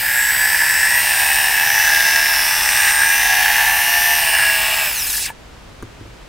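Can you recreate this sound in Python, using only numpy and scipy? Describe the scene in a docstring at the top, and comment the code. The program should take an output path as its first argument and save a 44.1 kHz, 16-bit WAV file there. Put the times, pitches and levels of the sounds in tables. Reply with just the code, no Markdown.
"""A small rotary shaver runs in the hand over a desk. Its loose cutter rattles the plastic housing and
scrapes past the slots of the foil, nearly alike on every turn, so the sound gathers at harmonics of the
rotation rate. The gears sing, blades squeal, and the rasp grows while the hand turns the head aside.
At 4.85 s the power is cut: friction brakes the cutter, the pitch falls, the blades catch, and it halts
with a knock. Afterwards the fingers shift on the case in a quiet room."""
import sys
import numpy as np
from scipy import signal
from scipy.fft import rfft, irfft, next_fast_len
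from scipy.io import wavfile
from scipy.ndimage import uniform_filter1d, map_coordinates

SR = 44100
rng = np.random.default_rng(int(sys.argv[2]) if len(sys.argv) > 2 else 0)


def store_pcm(level_fs):
    """Save levels as 16-bit WAV."""
    pcm = np.round(np.clip(level_fs, -1, 1) * 32767).astype(np.int16)
    wavfile.write(sys.argv[1], SR, np.atleast_2d(pcm).T)


N = 276989
TIME = np.arange(N) / SR
OFF_S, HALT_S = 4.848, 5.312  # the power is cut; the cutter stands still
COAST_FADE_S = .13  # after the cut, the gear tones die and the foil's ring drops over this time
SLOTS, STEPS = 40, 2048  # per turn: slots passed, samples of a roughness pattern

# Levels are relative. Harmonic numbers are multiples of the rotation rate.
# rotation rate of the cutter under power: t/s, f/Hz
ROTATION = [(0.0, 62.07), (0.36, 65.21), (0.54, 67.12), (0.83, 66.39), (0.97, 68.69), (1.3, 71.58),
            (1.49, 70.96), (1.58, 73.1), (2.28, 74.28), (2.43, 72.61), (2.5, 71.05), (2.72, 70.43),
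            (2.79, 72.69), (3.1, 74.63), (3.48, 75.24), (3.51, 75.79), (4.16, 77.7), (4.21, 75.75),
            (4.31, 73.05), (4.84, 71.12)]
# the hand turns the head aside: t/s, tilt (0 face on, 1 side on)
HEAD_TILT = [(0, 0.015), (1.5, 0.2), (1.85, 1), (2.35, 1), (2.6, 0.9), (3.4, 0.8), (3.65, 0.14),
             (4.15, 0.15), (4.35, 0.19)]
# how hard the cutter shakes the housing: t/s, head level/dB, shell level/dB
HOUSING_SHAKE = [(0.0, -26.5, -22), (0.03, -21, -25.5), (0.13, -18, -24.5), (0.88, -17.5, -21.5),
                 (1.09, -19.5, -18.5), (2.0, -16.5, -21), (2.63, -22.5, -21.5), (2.9, -14.5, -17),
                 (2.93, -20.5, -23), (3.01, -18.5, -22), (3.61, -16.5, -17), (3.73, -19.5, -19.5),
                 (4.3, -21.5, -19), (4.39, -16.5, -20), (4.7, -26.5, -18), (4.85, -26, -18.5)]
# boom of the cavity, and buzz of the flank where the hand leaves it bare: t/s, level/dB
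CAVITY_LEVEL = [(0.0, -38), (0.55, -29.5), (0.58, -31.5), (1.21, -28), (3.08, -30.5), (3.69, -24.5),
                (3.86, -28), (4.42, -28.5), (4.55, -32.5), (4.85, -33.5)]
FLANK_LEVEL = [(1.6, -49), (1.9, -33), (2.6, -28), (3, -30), (3.3, -53), (4.25, -43), (4.65, -30.5),
               (4.86, -31)]
# frequency responses of the four parts of the housing: f/Hz, level/dB
CAVITY_RESPONSE = [(200, -32.5), (380, -22.5), (450, -15), (540, -23), (610, -21.5), (670, -7.5),
                   (780, -0.5), (880, 5.5), (960, 4), (1030, -3.5), (1120, -5), (1400, -21.5), (2000, -28)]
HEAD_RESPONSE = [(1000, -58), (1350, -17), (1500, -17), (1620, -2.5), (1720, 2), (1800, -1), (1920, -4),
                 (2080, -7), (2400, -31.5), (3500, -34)]
SHELL_RESPONSE = [(1600, -50.5), (2100, -18), (2280, 0), (2450, 0), (2650, 2.5), (2900, -1), (3100, -8.5),
                  (3400, -8.5), (3900, -10.5), (4600, -12), (7000, -15)]
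FLANK_RESPONSE = [(400, -31), (610, -11.5), (900, -8.5), (1100, 0.5), (1300, -4.5), (1470, 3.5),
                  (1680, -17.5), (2000, 3.5), (2300, -9), (4000, -46.5)]
# spectral envelopes of the foil's rasp, sizzle, squeals and catches: f/Hz, level/dB
RASP_RESPONSE = [(500, -47), (2000, -16), (3200, -3), (3750, .5), (4450, -9), (5000, -3), (5500, 0),
                 (7000, -5), (9000, -20), (15800, -29)]
SIZZLE_RESPONSE = [(500, -40), (3000, -22), (4500, -3.5), (5600, 4.5), (7000, 1.5), (8400, 2), (9400, 5.5),
                   (10500, 2), (11500, 1.5), (12500, 1), (14000, -0.5), (15800, -2)]
SQUEAL_RESPONSE = [(500, -37), (1300, -16), (1750, 0), (2300, -1), (3300, -8), (4500, 2), (5800, 6),
                   (7000, -1.5), (8300, 1), (10500, 0), (12800, 7.5), (14800, 3), (16000, -14)]
CATCH_RESPONSE = [(500, -30), (3000, -12), (4500, 2.5), (6500, 4.5), (8800, 8), (11000, 0), (14000, -4.5),
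                  (15800, -8)]
# three resonances of the foil, shifting as the hand turns the head: t/s, f/Hz, level/dB
FOIL_LOW_MODE = [(0.0, 4900, -24), (0.24, 5600, -29), (0.53, 5420, -26.5), (1.58, 5540, -32.5),
                 (1.84, 5760, -28.5), (2.7, 5580, -25), (3.15, 5850, -30.5), (3.34, 5630, -27),
                 (3.67, 5740, -37), (3.94, 5730, -31), (4.75, 5160, -33.5), (4.85, 5280, -30)]
FOIL_MID_MODE = [(0.0, 8460, -30), (0.22, 8000, -21), (0.35, 8400, -28), (0.67, 8200, -24),
                 (1.57, 9060, -26.5), (1.81, 8550, -40), (2.26, 8960, -31), (2.59, 8360, -25),
                 (3.07, 8780, -23.5), (3.27, 9400, -31), (3.39, 8800, -36), (3.84, 9630, -28),
                 (4.27, 8930, -25.5), (4.85, 8300, -29)]
FOIL_TOP_MODE = [(0.0, 14000, -26), (0.16, 13100, -27), (0.92, 13600, -29.5), (0.96, 13700, -24),
                 (1.08, 13800, -27), (1.62, 13960, -28), (2.21, 13800, -37), (3.48, 14300, -30),
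                 (3.61, 13500, -32), (3.89, 13200, -27), (4.21, 13200, -28), (4.28, 14400, -27),
                 (4.78, 13950, -26), (4.85, 13960, -23)]
# the foil's share in the stereo side signal: f/Hz, level/dB
SIDE_RESPONSE = [(700, 11), (1400, -30), (2600, -52), (4200, -35), (5200, -8), (6800, -24), (8100, -5),
                 (12000, 0.5), (15000, -4.5)]
# brief squeals of a blade: start t/s, end t/s, centre harmonic, width/harmonics, level/dB
BLADE_SQUEALS = [(0.099, 0.42, 126, 5, -34), (0.15, 0.913, 121, 2, -27.5), (.1, 0.94, 156, 8, -35),
                 (0.417, 0.97, 81, 1, -37), (0.851, 1.06, 124, 5, -30), (0.86, 1.4, 157, 10, -40),
                 (1.0, 1.55, 77, 5, -38), (0.96, 1, 202, 8, -31), (1.02, 1.54, 129, 2, -33.5),
                 (1.682, 2.2, 82, 2, -35), (2.25, 3, 157, 14, -34), (2.594, 3, 120, 4, -33),
                 (3.1, 3.2, 162, 6, -34), (3.03, 3.6, 82, 1, -40), (3.0, 3.45, 79, 3, -34),
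                 (3.5, 4.2, 79, 2, -37.5), (3.401, 4.6, 61, 1, -43), (3.8, 4, 57, 1, -39.5),
                 (3.65, 4.25, 159, 8, -39), (3.6, 4.25, 171, 12, -38), (3.7, 4.9, 113, 6, -37),
                 (4.232, 4.5, 120, 5, -33), (4.96, 5.05, 120, 8, -33), (5.238, 5.28, 245, 10, -25)]
# lasting tones of the gears: harmonic, level/dB
GEAR_HARMONICS = [(9, -45), (10, -46), (11, -47.5), (12, -40), (15, -46), (23, -36.5), (24, -41), (26, -47),
                  (36, -38.5), (40, -40)]
# gear tones that swell as the grip shifts: start t/s, end t/s, harmonic, level/dB
GEAR_SWELLS = [(0, 0.797, 14, -35.5), (0.096, 0.9, 26, -24), (0.706, 1.045, 28, -23),
               (1.155, 2.343, 11, -38), (1.152, 2, 23, -28.5), (1.15, 1.552, 40, -37),
               (1.2, 2.447, 36, -32), (1.852, 2.375, 22, -27), (2.954, 3.435, 22, -24.5),
               (3.001, 3.506, 32, -33.5), (3.2, 3.888, 10, -35), (3.299, 4.553, 23, -26.5),
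               (3.3, 4.45, 11, -40.5), (3.7, 4.35, 37, -33.5), (3.397, 4.2, 6, -56), (3.904, 4.94, 9, -41),
               (4.25, 4.792, 40, -31.5), (4.251, 4.6, 38, -28)]
# the cutter strikes the head, catches on the foil, and gives a last knock: t/s, level/dB
HEAD_STRIKES = [(0.622, -13), (1.327, -14), (1.674, -9), (1.702, -6), (1.799, -7), (1.84, -12),
                (1.854, -15), (1.88, -16), (3.019, -7), (3.034, -4), (3.102, -11), (3.406, -15),
                (3.459, -4), (3.589, -12), (4.364, -9), (4.392, -5.5), (4.406, -11.5), (4.435, -7),
                (4.943, -23), (5.065, -27.5), (5.14, -20), (5.154, -21), (5.181, -20.5)]
BLADE_CATCHES = [(5.0673, -8), (5.0994, -5.5), (5.127, -9), (5.1424, -16), (5.1665, -6), (5.1824, -20),
                 (5.2229, -10), (5.254, -6)]
LAST_KNOCK = [(5.302, -27)]
# fingers on the case: t/s, push level/dB, snap level/dB
FINGER_TOUCHES = [(5.8255, -36, -27), (5.8305, -28.5, -31), (6.012, -35.5, -52), (6.025, -45, -55),
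                  (6.059, -41, -55)]
# modes rung by a strike, the last knock, a finger's push and its snap: f/Hz, level/dB, T60/s
STRIKE_MODES = [(1705, 0, 0.031), (1800, -12, 0.018), (2670, -16, 0.018)]
LAST_KNOCK_MODES = [(906, 5.5, 0.044), (949, -19, 0.05), (1720, -2, 0.067), (2260, -4, 0.024)]
PUSH_MODES = [(112.6, 2.5, 0.22), (276, -1.5, 0.091), (325, 3, 0.058), (406, -5, 0.067)]
PLASTIC_MODES = [(1130, 1, .012), (1490, -1, 0.011), (6500, -8, .008), (9200, -8, .009), (13800, -14, .008)]
# spectral density of the room noise: f/Hz, level/dB
ROOM_SPECTRUM = [(10, -28), (24, -9), (32, -8.5), (42, -4), (52, -3.5), (62, -9.5), (90, -10), (125, -12),
                 (200, -16), (400, -17), (630, -20), (2700, -27), (7300, -37), (15500, -51)]
# likeness of the room noise in left and right: f/Hz, correlation
ROOM_CORRELATION = [(60, 1), (130, 0.89), (290, 0.01), (1400, 0.44), (15000, 0.32)]


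def cutter_speed(judder=.04):
    """Uniform deceleration: the motor holds the rate (Hz) until friction brakes it, with a judder."""
    remaining = np.clip((HALT_S - TIME) / (HALT_S - OFF_S), 0, 1)
    unevenness = 1 + judder * np.sqrt(1 - remaining) * wander(N, size=120)
    return curves(ROTATION)[0] * remaining * unevenness


def rattle(turns, spread_db=.5, jitter_turns=.14, contact_s=.0012):
    """Impact excitation: the loose cutter knocks twice a turn, unevenly, each a decaying noise burst."""
    beats = np.arange(1, int(turns[-1] * 2)) / 2
    late, weak = rng.standard_normal((len(beats), 2)).T
    knocks = impulses(np.interp(beats + jitter_turns * late, turns, TIME), -spread_db * np.tanh(weak))
    envelope = signal.lfilter([1], [1, -np.exp(-1 / (contact_s * SR))], knocks)
    return envelope * rng.standard_normal(N)


def housing(turns, knocks, slack_db=-4, slack_s=.058, coast_db_per_s=-24):
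    """Forced vibration: gear buzz, knocks and loose grit drive the cavity, head, shell and flank."""
    buzz = steady(spin(roughness(turns, drift_rad=.16, uneven_db=5.5), turns))
    grit = unit(rng.standard_normal(N) * (1 + .36 * np.cos(2 * np.pi * turns)))
    head_db, shell_db = curves(HOUSING_SHAKE)
    cavity_db, flank_db = curves(CAVITY_LEVEL)[0], curves(FLANK_LEVEL)[0]
    cavity = amp(cavity_db - 1.37) * steady(colour(buzz + .89 * knocks + .5 * grit, CAVITY_RESPONSE))
    head = amp(head_db - 1) * steady(colour(buzz + 1.04 * knocks + .71 * grit, HEAD_RESPONSE))
    shell = amp(shell_db - 2.02) * steady(colour(buzz + .65 * knocks + .68 * grit, SHELL_RESPONSE))
    flank = amp(flank_db) * steady(colour(buzz + .5 * knocks + .5 * grit, FLANK_RESPONSE))
    # without power the gears go slack at once, then fade
    coast_s = np.maximum(TIME - OFF_S, 0)
    slack = amp(slack_db * np.minimum(coast_s / slack_s, 1) + coast_db_per_s * coast_s)
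    moving = np.clip((HALT_S - TIME) / .0067, 0, 1)
    return moving * slack * (cavity + head + shell + flank)


def foil(turns, speed, knocks, ring_db, squeal_db, stall_hz=7.4):
    """Friction excitation: blades scrape the slotted foil; the rasp radiates from the head's side."""
    tilt, = curves(HEAD_TILT)
    coasting = np.clip((TIME - OFF_S) / COAST_FADE_S, 0, 1)
    scrape = steady(spin(roughness(turns, drift_rad=.4, uneven_db=5), turns, slot_emphasis))
    hiss = rng.standard_normal(N)
    grain_db = 2 * unit(uniform_filter1d(rng.standard_normal(N), size=30))
    drive = scrape + .33 * unit(hiss * amp(grain_db))
    chatter = .7 * tilt * knocks
    rasp = amp(-35 + 7 * tilt) * steady(colour(drive + chatter, RASP_RESPONSE))
    sizzle = amp(-28 + 4.5 * tilt) * steady(colour(drive, SIZZLE_RESPONSE))
    rings = (amp(-3) * foil_resonance(drive + chatter, FOIL_LOW_MODE, width_hz=1000)
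             + amp(-3) * foil_resonance(drive, FOIL_MID_MODE, width_hz=1100)
             + amp(-2) * foil_resonance(drive, FOIL_TOP_MODE, width_hz=1700))
    scraping = beamed(rasp + sizzle + amp(ring_db - 9 * coasting) * rings)
    radiated = scraping + amp(squeal_db) * squeals(turns) + run_down(turns, speed)
    pressure = 1 + .071 * np.cos(8 * np.pi * turns)  # the blades press unevenly around the circle
    return radiated * pressure * (1 - np.exp(-speed / stall_hz))


def blade_emphasis(harmonic, depth_db=4.5):
    """Rotational symmetry: the blades favour every third harmonic."""
    return amp(depth_db * np.cos(2 * np.pi * (harmonic - 1) / 3))


def slot_emphasis(harmonic, depth_db=1):
    """Spatial periodicity: the slots favour multiples of their number, on top of the blades' emphasis."""
    return amp(depth_db * np.cos(2 * np.pi * harmonic / SLOTS)) * blade_emphasis(harmonic)


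def foil_resonance(drive, mode, width_hz):
    """Resonance: a mode of the foil selects a steep-sided band around its moving centre frequency."""
    hz, db = curves(mode)
    carrier = np.exp(2j * np.pi * np.cumsum(hz) / SR)
    pole = np.exp(-np.pi * width_hz / SR)
    baseband = signal.lfilter([(1 - pole) ** 2], [1, -2 * pole, pole ** 2], drive / carrier)
    return amp(db) * steady((carrier * baseband).real)


def beamed(x, depth_db=5.2):
    """Directivity: the metal head beams narrow bands past the microphone, at random as the hand moves."""
    spectra = signal.stft(x, nperseg=512, noverlap=384)[2]
    beams = unit(uniform_filter1d(wander(spectra.T.shape, size=120), size=2, axis=1)).T
    gain = amp(depth_db * np.clip(beams - .15, -2.5, 1.3))
    return signal.istft(spectra * gain, nperseg=512, noverlap=384)[1][:N]


def squeals(turns, drift_rad=.0048):
    """Friction-induced vibration: a blade squeals on the slots; phase drift roughens higher squeals."""
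    clusters = sum(amp(db) * flare(turns, start, end, centre, width, drift_rad * centre, neighbours=9)
                   for start, end, centre, width, db in BLADE_SQUEALS)
    return colour(clusters, SQUEAL_RESPONSE)


def gears(turns, speed, drift_rad=.0005, flutter_db=4, db_per_hz=.4, usual_hz=72.8):
    """Modulated meshing tones: cutter wobble flutters them; play in the teeth roughens the higher ones."""
    tones = sum(amp(db) * cluster(turns, k, 1, drift_rad * k ** 2) for k, db in GEAR_HARMONICS)
    swells = sum(amp(db + 2) * flare(turns, start, end, k, 1, drift_rad * k ** 2)
                 for start, end, k, db in GEAR_SWELLS)
    powered = np.clip(1 - (TIME - OFF_S) / COAST_FADE_S, 0, 1)
    level_db = db_per_hz * (speed - usual_hz) + flutter_db * np.tanh(wander(N, size=700))
    return (tones + swells) * powered * amp(level_db)


def run_down(turns, speed, level_db=-33, flicker_db=4, rough_rad=.8, low_hz=3300, top_hz=15000):
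    """Slot-passing frequency: as the cutter coasts, its overtones fall through the foil's range."""
    coasting, out = (TIME > OFF_S) & (TIME < HALT_S), np.zeros(N)
    for harmonic in SLOTS * np.arange(2, 18):
        hz = harmonic * speed[coasting]
        in_band = np.clip(np.minimum(hz - low_hz, top_hz - hz) / 600, 0, 1)
        gain = in_band * amp(level_db + flicker_db * np.tanh(wander(len(hz), size=700)))
        phase = 2 * np.pi * harmonic * turns[coasting] + rough_rad * wander(len(hz), size=120)
        out[coasting] += gain * np.cos(phase)
    return out


def clacks(cut_hz=1300):
    """Free vibration: the cutter strikes the head, too small to radiate bass, and stops with a knock."""
    highpass = signal.butter(4, cut_hz, "high", fs=SR, output="sos")
    strikes = signal.sosfilt(highpass, ring(impulses(*np.transpose(HEAD_STRIKES)), STRIKE_MODES))
    return strikes + ring(impulses(*np.transpose(LAST_KNOCK)), LAST_KNOCK_MODES)


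def catches(rise_s=.0047, ring_hz=8600, width_hz=1800):
    """Sliding friction: the slowing blades rasp at each catch, and the foil rings at its own pitch."""
    age = TIME[:SR // 20] / rise_s
    bursts = signal.oaconvolve(impulses(*np.transpose(BLADE_CATCHES)), age * np.exp(1 - age))[:N]
    rasps = amp(-16) * bursts * unit(colour(rng.standard_normal(N), CATCH_RESPONSE))
    resonator = signal.iirpeak(ring_hz, ring_hz / width_hz, fs=SR)
    ringing = unit(signal.lfilter(*resonator, rng.standard_normal(N)))
    return rasps + amp(-31) * gate(5.14, 5.26, fade_s=.15) * ringing


def fingers():
    """Impulse response: each touch rings the case with a dull push and a small plastic snap."""
    times, push_db, snap_db = np.transpose(FINGER_TOUCHES)
    return ring(impulses(times, push_db), PUSH_MODES) + ring(impulses(times, snap_db), PLASTIC_MODES)


def room(noise_db=-39.5, hum_hz=51, hum_db=-49):
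    """Partial coherence: rumble alike in both channels and a less alike soft hiss, with a faint hum."""
    hz = np.fft.rfftfreq(N, 1 / SR)
    left, independent = rfft(rng.standard_normal((2, N)))
    correlation = at_frequency(ROOM_CORRELATION, hz)
    right = correlation * left + np.sqrt(1 - correlation ** 2) * independent
    air = irfft(np.array([left, right]) * amp(at_frequency(ROOM_SPECTRUM, hz)), N)
    return amp(noise_db) * unit(air) + amp(hum_db) * np.sin(2 * np.pi * hum_hz * TIME)


def roughness(turns, drift_rad, uneven_db):
    """Quasi-periodicity: the roughness around the circle recurs, its harmonics drifting turn by turn."""
    shape = (int(turns[-1]) + 2, STEPS // 2 + 1)
    phase = drifting_phase(shape, drift_rad)
    strength = np.tanh(wander(shape, size=30))
    return irfft(amp(uneven_db * strength) * np.exp(1j * phase), axis=1).ravel()


def spin(pattern, turns, weight=np.ones_like):
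    """Pitch follows rotation: the pattern, its harmonics weighted, is read at the cutter's angle."""
    size = next_fast_len(len(pattern))
    shaped = irfft(rfft(pattern, size) * weight(np.fft.rfftfreq(size, 1 / STEPS)), size)
    fine_turns = np.interp(np.arange(3 * N) / 3, np.arange(N), turns)  # oversampled against aliasing
    return signal.resample_poly(map_coordinates(shaped, [fine_turns * STEPS], order=1), 1, 3)


def cluster(turns, centre, width, drift_rad, neighbours=0, trade_db=5):
    """Fourier synthesis: a harmonic and its neighbours trade strength under a bell curve, at rms 1."""
    offsets = np.arange(-neighbours, neighbours + 1)
    harmonics = round(centre) + offsets
    shape = (int(turns[-1]) + 3, len(harmonics))
    bell = 1 / (1 + (2 * offsets / width) ** 2)
    weights = bell * blade_emphasis(harmonics) * amp(trade_db * wander(shape, size=14))
    weights /= np.linalg.norm(weights, axis=1, keepdims=True)
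    spectra = np.zeros((shape[0], STEPS // 2 + 1), complex)
    spectra[:, harmonics] = weights * np.exp(1j * drifting_phase(shape, drift_rad))
    cycles, blend = irfft(spectra, axis=1), np.arange(STEPS) / STEPS
    pattern = (cycles[:-1] * (1 - blend) + cycles[1:] * blend).ravel()  # each turn fades into the next
    return unit(np.interp(turns * STEPS, np.arange(len(pattern)), pattern))


def flare(turns, start, end, centre, width, drift_rad, neighbours=0):
    """Amplitude envelope: a cluster of harmonics sounds for a limited time."""
    envelope = gate(start, end, fade_s=min(.11, (end - start) / 3))
    on, out = envelope > 0, np.zeros(N)
    out[on] = envelope[on] * cluster(turns[on] - turns[on][0], centre, width, drift_rad, neighbours)
    return out


def drifting_phase(shape, drift_rad):
    """Random walk: each harmonic (column) takes one phase step per turn (row)."""
    return 2 * np.pi * rng.random(shape[1]) + drift_rad * np.cumsum(rng.standard_normal(shape), 0)


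def wander(shape, size):
    """Low-pass noise: random values of rms 1 that change over size rows."""
    smoothed = uniform_filter1d(rng.standard_normal(shape), size, 0, mode="wrap")
    return unit(uniform_filter1d(smoothed, size, 0, mode="wrap"))


def ring(x, modes):
    """Modal superposition: every impulse starts a sum of damped sinusoids."""
    t = TIME[:SR // 4]
    response = sum(amp(db - 60 * t / t60) * np.sin(2 * np.pi * hz * t) for hz, db, t60 in modes)
    return signal.oaconvolve(x, response)[:N]


def colour(x, response, size=8192):
    """Minimum-phase filtering: a causal filter with the given magnitude response."""
    log_gain = np.log(amp(at_frequency(response, abs(np.fft.fftfreq(size, 1 / SR)))))
    taps = np.fft.ifft(np.exp(np.conj(signal.hilbert(log_gain)))).real[:size // 2]
    return signal.oaconvolve(x, taps)[:N]


def impulses(times, db):
    """Ideal impacts: one sample at each given time."""
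    return np.bincount(np.round(times * SR).astype(int), amp(db), N)[:N]


def gate(start, end, fade_s):
    """Trapezoidal window: linear fades centred on start and end."""
    return np.clip(np.minimum(TIME - start, end - TIME) / fade_s + .5, 0, 1)


def curves(rows):
    """Linear interpolation of a table's columns over time."""
    times, *columns = np.transpose(rows)
    return [np.interp(TIME, times, column) for column in columns]


def at_frequency(points, hz):
    """Interpolation of a spectrum on a logarithmic frequency axis."""
    f, value = np.transpose(points)
    return np.interp(np.log(hz + 1), np.log(f + 1), value)


def steady(x, size=6000):
    """Normalisation of the running rms to 1."""
    return x / np.sqrt(abs(uniform_filter1d(x ** 2, size)) + 1e-4 * np.mean(x ** 2))


def unit(x):
    """Normalisation of the overall rms to 1."""
    return x / np.sqrt(np.mean(x ** 2) + 1e-20)


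def amp(db):
    """Amplitude ratio of a level in decibels."""
    return 10 ** (np.asarray(db) / 20)


def scene():
    """Superposition: one rotation drives housing, gears and foil; contacts and the room add to them."""
    speed = cutter_speed()
    turns = np.cumsum(speed) / SR
    knocks = steady(rattle(turns), size=16000)
    shaver = housing(turns, knocks) + gears(turns, speed)
    shaver += foil(turns, speed, knocks, ring_db=-1, squeal_db=0) + catches()
    mid = shaver + clacks() + fingers()
    # each microphone faces other slots of the foil
    other_slots = foil(turns, speed, knocks=0, ring_db=-5.5, squeal_db=-4) + catches()
    side = colour(other_slots, SIDE_RESPONSE)
    return np.array([mid + side, mid - side]) + room()


def record(dry, knee=.7, headroom=.2, edge_hz=15850):
    """Soft saturation rounds off the highest peaks; a low-pass filter then limits the band."""
    held = np.clip(dry, -knee, knee)
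    rounded = held + headroom * np.tanh((dry - held) / headroom)
    lowpass = signal.firwin(801, edge_hz, window=("kaiser", 9), fs=SR)
    return signal.oaconvolve(rounded, lowpass[None], "same")


dry = scene()
out = record(dry)
store_pcm(out)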